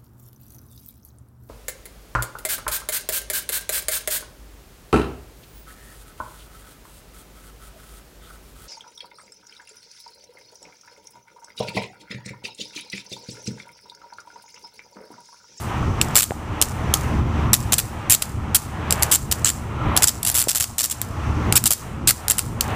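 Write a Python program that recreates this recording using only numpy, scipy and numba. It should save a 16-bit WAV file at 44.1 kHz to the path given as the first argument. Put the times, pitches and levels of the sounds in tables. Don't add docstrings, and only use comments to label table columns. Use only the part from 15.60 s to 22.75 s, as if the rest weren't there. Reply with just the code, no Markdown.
import sys
import numpy as np
from scipy import signal
from scipy.fft import rfft, irfft, next_fast_len
from scipy.io import wavfile
from scipy.ndimage import uniform_filter1d, map_coordinates
from numba import njit

SR = 44100
rng = np.random.default_rng(int(sys.argv[2]) if len(sys.argv) > 2 else 0)


def master(y):
    cut = np.clip(np.atleast_2d(y).T, -1, 1)
    pcm = np.round(cut * 32767)
    wavfile.write(sys.argv[1], SR, pcm.astype(np.int16))


N = 315315
LEAD = SR // 10


def amp(db):
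    return 10 ** (np.asarray(db) / 20)


def unit(x):
    return x / np.sqrt(np.mean(x ** 2) + 1e-20)


def along(points, hz):
    f, v = np.transpose(points)
    return np.interp(np.log(hz + 1), np.log(f + 1), v)


def curves(rows):
    s, *cols = np.transpose(rows)
    return [np.interp(np.arange(N) / SR, s, c) for c in cols]


def wobble(rate):
    points = rng.standard_normal(int(N * rate / SR) + 4)
    return map_coordinates(points, [np.arange(N) * rate / SR])


def filtered(x, response):
    m = next_fast_len(len(x) + 4096)
    return irfft(rfft(x, m) * response(np.fft.rfftfreq(m, 1 / SR)), m)[:len(x)]


def peak(f, hz, width_hz):
    return 1j * f * width_hz / (hz * hz - f * f + 1j * f * width_hz)


def rush(spectrum, patchy_db):
    z = signal.stft(rng.standard_normal(N), nperseg=512)[2]
    field = uniform_filter1d(rng.standard_normal(z.shape), 5, 0)
    field = uniform_filter1d(field, 10, 1)
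    noise = signal.istft(z * amp(patchy_db * unit(field)), nperseg=512)[1][:N]
    return unit(filtered(noise, lambda hz: amp(along(spectrum, hz))))


def trap():
    # t/s, half cycles it lasts, middle level/dB before scatter,
    # rise/dB from first arc to last, typical arc length/ms, typical gap between sparks/ms,
    # level/dB of the two low cage resonances, level/dB of the narrow ring
    zap_rows = [(-0.06, 4, -14, 0, 3.8, 0.67, -14, -7), (0.414, 1, -10, -6, 1.92, 0.41, 3, 5.5),
                (0.548, 1, -26, 0, 1.0, .9, 0, 1.7), (0.5551, 7, -6.5, -1.5, 4.94, 0.76, -3.5, 3.7),
                (0.622, 3, -5, -3, 4.5, 1.34, -6.5, 3), (1.0149, 2, -1, -3, 2.18, 0.36, 0, 5),
                (1.3393, 1, -5, -0.5, 2.7, 0.53, -3, 3.5), (1.932, 3, -3.5, -18, 3.6, .5, -3, 0.5),
                (2.1221, 3, -4.5, -1.5, 4.74, 0.97, -3.5, 5), (2.1819, 3, -6.5, -10, 4.9, .8, -5.5, 0),
                (2.4977, 7, -2.5, 5.5, 5.2, 0.59, -6, 2.5), (2.6214, 1, -4, -3, 5, 0.76, -4, 2.5),
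                (2.9465, 3, -3.5, -5, 6.6, 0.65, -8, 1), (3.3076, 1, -11, -12, 1.3, .4, -2.5, 4),
                (3.3247, 1, -4.5, -1.5, 1.62, 0.35, -1, 3.5), (3.4241, 2, -4, 3.5, 3.2, 0.7, -3.5, -1),
                (3.5137, 6, -5, 0, 7, 0.82, -7.5, 3.5), (3.7143, 2, -2, 0.5, 4, 0.76, -4, 0.5),
                (3.846, 1, -2.5, -4, 3.4, 0.82, 3, 12.5), (3.8553, 6, -6.5, -1.5, 7, .7, 1.5, 9.5),
                (4.3646, 2, -3, 2, 3.9, 0.58, -1, 1), (4.4225, 3, 0.2, 6.5, 4.6, 0.62, -2, 5),
                (4.4717, 3, 1.5, -3, 6.5, 0.92, -2.5, 5.5), (4.6305, 1, -5.5, -2, 3.4, 1, -10, -3),
                (4.6498, 1, -6, -8, 3.7, .9, -11.5, -5), (4.6645, 5, -4, -1, 6.2, 1.14, -6.5, 0),
                (4.714, 2, -10, -7, 5.1, 0.83, -13, -15), (4.742, 1, -11.8, -6, 5.2, 1.1, -9, -1.1),
                (4.7481, 10, -1.5, -2, 6.5, 0.81, -6.5, 1.5), (4.8395, 1, -5, -2, 2.2, 0.81, -4, 8),
                (4.8836, 5, -2, -5, 5, 1.4, -4.5, 2), (4.9312, 1, -10, 2, 2.2, 1.36, -4.6, 4),
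                (4.9491, 5, -1.5, -5, 3.9, 1.5, -5.5, 2.6), (4.9995, 6, -4, -7, 4.8, 1.5, -6, 3.5),
                (5.1821, 5, -6.5, -6, 4.6, 1.33, -4.5, 5.5), (5.2306, 4, -8.5, -2, 4.7, 1.47, -3.5, 2.7),
                (5.299, 1, -13, 2, 3, 1.0, -8, 4.2), (5.308, 3, -17.5, -10.5, 8.6, 1.0, -6.5, 3),
                (5.416, 1, -10.5, -6, 1.27, 0.6, -9, -0.5), (5.9248, 1, -9, -4.5, 2, 0.38, 2.5, 6.5),
                (5.955, 3, -4.5, 1.5, 6.4, 0.67, -5.5, 1.5), (6.04, 1, -2.9, 0, 1.9, 1.1, -7, -.6),
                (6.0565, 3, -1.3, -4, 5.7, 1.17, -8.5, 2.5), (6.1064, 4, 2.5, -7.5, 4.2, 1.17, -6, 1),
                (6.4736, 5, -1, -0.5, 5.7, 0.72, -5, 1.2), (6.6824, 1, 3, 4, 1.8, .9, -6.6, .8),
                (6.699, 3, 0.5, -7.5, 4.7, 0.75, -7, 3), (6.783, 2, 0, -1, 3.7, 1.24, -6, -1),
                (7.0088, 1, -12.5, -20.5, 2.64, .5, 0, 1.8)]
    tip_db_per_ms, even_gap_ms = 1.5, 1
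    colour_scatter_db = .8
    out = np.zeros((2, N + SR))
    draws = rng.standard_normal((len(zap_rows), 12, 4))
    for (*burn, gap_ms, low_db, ring_db), draw in zip(zap_rows, draws):
        tip_db = tip_db_per_ms * (even_gap_ms - gap_ms) + colour_scatter_db * draw[0, 3]
        voices_db = [low_db + tip_db, low_db - tip_db, ring_db, 0, 0]
        for s, length_ms, db, middle in arcs(*burn, draw):
            sound = arc(length_ms, middle, gap_ms, voices_db)
            out[0, LEAD + round(s * SR):][:len(sound)] += amp(db) * sound
            half_way = LEAD + round((s + length_ms / 2000) * SR)
            out[1, half_way] = amp(db) * np.sqrt(length_ms * SR / 1000)
    return out[:, :LEAD + N]


def arcs(s, half_cycles, db, rise_db, length_ms, draw):
    crests_per_s, first_crest_s = 119.96, .0069
    crest_scatter_ms, length_scatter, level_scatter_db = .4, .17, 1.5
    short_gains_db_per_ms = 1.3
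    middle_base, middle_per_ms = .23, .04
    first_arc_db, first_arc_share = -3, 0.97

    k = np.arange(round(half_cycles))
    later, draw = k > 0, draw[k].T
    lengths = np.clip(length_ms * np.exp(length_scatter * draw[0] * later), 1, 8)
    lengths[0] *= first_arc_share if later.any() else 1
    middles = middle_base + middle_per_ms * lengths

    first = round((s + middles[0] * lengths[0] / 1000 - first_crest_s) * crests_per_s)
    crests = first_crest_s + (first + k) / crests_per_s
    on_crest = crests + (crest_scatter_ms * draw[1] - middles * lengths) / 1000
    starts = np.where(later, on_crest, s)

    levels = db + rise_db * (k / max(k[-1], 1) - .5)
    levels -= short_gains_db_per_ms * (lengths - length_ms)
    levels[0] += first_arc_db * later.any()
    levels += level_scatter_db * draw[2] * later
    return zip(starts, lengths, levels, middles)


def arc(length_ms, middle, gap_ms, voices_db, size=1024):
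    # f/Hz, width/Hz
    cage_modes = [(3200, 1600), (5500, 1500), (7500, 750), (10200, 2200), (13900, 2200)]
    cage_levels = [0, 1.5, 1.5, -0.5, -2]
    # f/Hz, width/Hz, level/dB over the lowest cage resonance
    body_modes = [(550, 300, -6), (1330, 490, -3.5)]
    draw = rng.standard_normal((3, size))
    ms = np.cumsum(gap_ms * np.exp(.32 * draw[0, :40]))
    ms -= ms[0]
    ms = ms[ms <= max(length_ms - .4, 0)]
    share = ms / length_ms
    lean_db = 25 * (middle - .45) * (share - .5)
    swell_db = -4 * length_ms * (share - middle) ** 2
    sparks = np.zeros(size)
    sparks[(ms * SR / 1000).astype(int)] = amp(lean_db + swell_db + 2.8 * draw[1, :len(ms)])

    t = np.arange(size // 4) / SR
    wires = 0.14 * draw[2, :len(t)] * amp(-60 * t / 0.0034)
    wires[0] = 1
    sparks = np.convolve(sparks, wires)[:size]

    f = np.fft.rfftfreq(2 * size, 1 / SR)
    response = 0
    for k, (hz, width_hz) in enumerate(cage_modes):
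        response = response + (-1) ** k * amp(cage_levels[k] + voices_db[k]) * peak(f, hz, width_hz)
    for k, (hz, width_hz, db) in enumerate(body_modes):
        response = response + (-1) ** k * amp(db + voices_db[0]) * peak(f, hz, width_hz)
    sound = irfft(rfft(sparks, 2 * size) * response)[:size]
    return amp(3.0) * sound * np.sqrt(length_ms * SR / 1000 / np.sum(sound ** 2))


def walls(x):
    # delay/ms, level/dB before the band filter
    echo_rows = [(2.4, -17), (6.5, -14), (12, -21), (32, -20), (71, -22), (95, -29)]
    echoes, smear = np.zeros(SR // 5), np.arange(SR // 500)
    for ms, db in echo_rows:
        rough = rng.standard_normal(len(smear)) * np.exp(-smear)
        echoes[round(ms * SR / 1000):][:len(smear)] += amp(db) * rough / np.linalg.norm(rough)
    returned = signal.fftconvolve(x, echoes)[:len(x)]
    return filtered(returned, lambda hz: peak(hz, 7000, 6500) ** 2)


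def yard(x):
    # f/Hz, t60/s
    fade_times = [(500, 0.27), (3000, 0.44), (8000, 0.58), (15000, 0.41)]
    # f/Hz, relative level/dB
    tone = [(500, -33), (1500, -6.5), (3000, -7), (5500, -3), (8000, -2.5), (10500, -4), (12000, -8.5),
            (14000, 0.5), (16000, -15)]
    hz, t, z = signal.stft(rng.standard_normal(SR), SR, nperseg=256)
    near = amp(-60 * t / 0.054)
    far = amp(-21.5 - 60 * t / along(fade_times, hz)[:, None])
    shaped = z * (near + far) * amp(along(tone, hz))[:, None]
    tail = signal.istft(shaped, SR, nperseg=256)[1]
    tail *= 1 - np.exp(-np.arange(len(tail)) / (.012 * SR))
    return amp(-10.0) * signal.fftconvolve(x, tail / np.linalg.norm(tail))[:len(x)]


def thumps():
    # click level/dB, swing level/dB
    knocks = [(0.7081, 5.5, 510, 0.0068, 4, -14), (0.719, -2.5, 760, 0.017, -14, -20),
              (4.8727, 11.5, 520, 0.0063, -30, -22), (5.101, -14, 790, 0.016, -20, -8)]
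    out, t = np.zeros(N), np.arange(SR // 20) / SR
    soft = 1 - np.exp(-t / .0002)
    for s, db, hz, t60, click_db, swing_db in knocks:
        push = amp(-60 * t / t60) * np.sin(2 * np.pi * hz * t)
        click = amp(click_db - 60 * t / 0.0017) * np.sin(2 * np.pi * 1500 * t)
        swing = amp(swing_db - 60 * t / 0.042) * np.sin(2 * np.pi * 110 * t)
        out[round(s * SR):][:len(t)] -= amp(db) * soft * (push + click - swing)
    return out


def traffic():
    # t/s, engine rumble level/dB, tyre hiss level/dB
    passing = [(0, -32.5, -37), (.25, -22, -30.5), (.6, -26, -30.5), (1.1, -22.5, -32), (1.7, -18, -29),
               (2.2, -21, -31), (2.55, -23.5, -29.5), (2.8, -17, -28), (3.1, -23.5, -32.5),
               (3.5, -20, -28.5), (3.85, -18.5, -29.5), (4.3, -18, -25), (4.85, -19.5, -26),
               (5.3, -33.5, -39.5), (5.75, -22.5, -31.5), (6.0, -23.5, -31.5), (6.25, -17, -30),
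               (6.55, -17.5, -26.5), (7.0, -20, -27.5)]
    # f/Hz, level/dB before a fixed lift and the swell
    drone = [(75, -29.5), (120, -42.5), (150, -48.5), (231, -46), (302, -44.5), (12020, -75)]
    # f/Hz, relative level/dB
    rumble_colour = [(12, -53), (20, -13), (86, -1), (114, 0.5), (195, -10), (233, -6), (266, -16),
                     (300, -11), (416, -18.5), (700, -29), (910, -43), (1540, -120)]
    # f/Hz, relative level/dB
    night_colour = [(2470, -15), (4200, -9.5), (6130, -3), (6690, -8.5), (7780, -10), (9400, -16.5),
                    (15300, -21)]
    # f/Hz, relative level/dB
    tread_colour = [(600, -57), (850, -8), (1050, -2.5), (1350, -3.5), (1600, -28), (2000, -56)]
    # f/Hz, relative level/dB
    hiss_colour = [(240, -46), (400, -9.5), (600, -7.5), (800, -3), (1400, -10), (1700, -11.5), (2900, -17),
                   (3600, -24), (4300, -31), (5500, -46)]
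    t = np.arange(N) / SR
    road_db, tyres_db = curves(passing)

    tones = np.zeros(N)
    for hz, db in drone:
        level = amp(db + 5 + 0.89 * wobble(6.2))
        tones += level * np.sin(2 * np.pi * hz * t + 1.0 * wobble(9))
    tones *= amp(0.75 * (road_db - road_db.mean()))

    rumble = amp(road_db + 1.3 * wobble(7)) * rush(rumble_colour, patchy_db=1.8)
    night = amp(-48.5) * rush(night_colour, patchy_db=.6)
    singing_db = -4
    singing = amp(tyres_db + singing_db + 1.5 * wobble(3)) * rush(tread_colour, patchy_db=2.4)
    hiss = amp(tyres_db + 2.74 * wobble(8)) * rush(hiss_colour, patchy_db=0.5)
    return rumble + tones + night + singing + hiss


def scene():
    zaps, puffs = trap()
    outdoors = zaps + walls(zaps) + yard(puffs)
    return (outdoors[LEAD:] + traffic() + thumps())[None]


@njit
def gain_control(x, top, limit_db, fall, rise, follow, start_db, least_db):
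    out, power, gain_db = np.zeros_like(x), 1e-3, start_db
    for i in range(len(x)):
        out[i] = min(max(x[i] * 10 ** (gain_db / 20), -top), top)
        power += follow * (out[i] ** 2 - power)
        over = 10 * np.log10(power) - limit_db
        if over > 0:
            gain_db -= fall * over * (gain_db - least_db)
        else:
            gain_db = min(gain_db + rise, 0.)
    return out


def record(dry):
    x = filtered(dry[0], lambda hz: 1 - .6 * peak(hz, 12000, 1100))
    x = gain_control(x, top=0.78, limit_db=-20.0, fall=.6 / SR, rise=28 / SR,
                     follow=1 / (0.015 * SR), start_db=-1.5, least_db=-54.5)
    top_hz = 15500
    x = filtered(x, lambda hz: amp(np.interp(hz - top_hz, [-400, 400, 900, 1000], [0, -38, -50, -90])))
    return np.clip(x, -1, 1)[None]


dry = scene()
out = record(dry)
master(out)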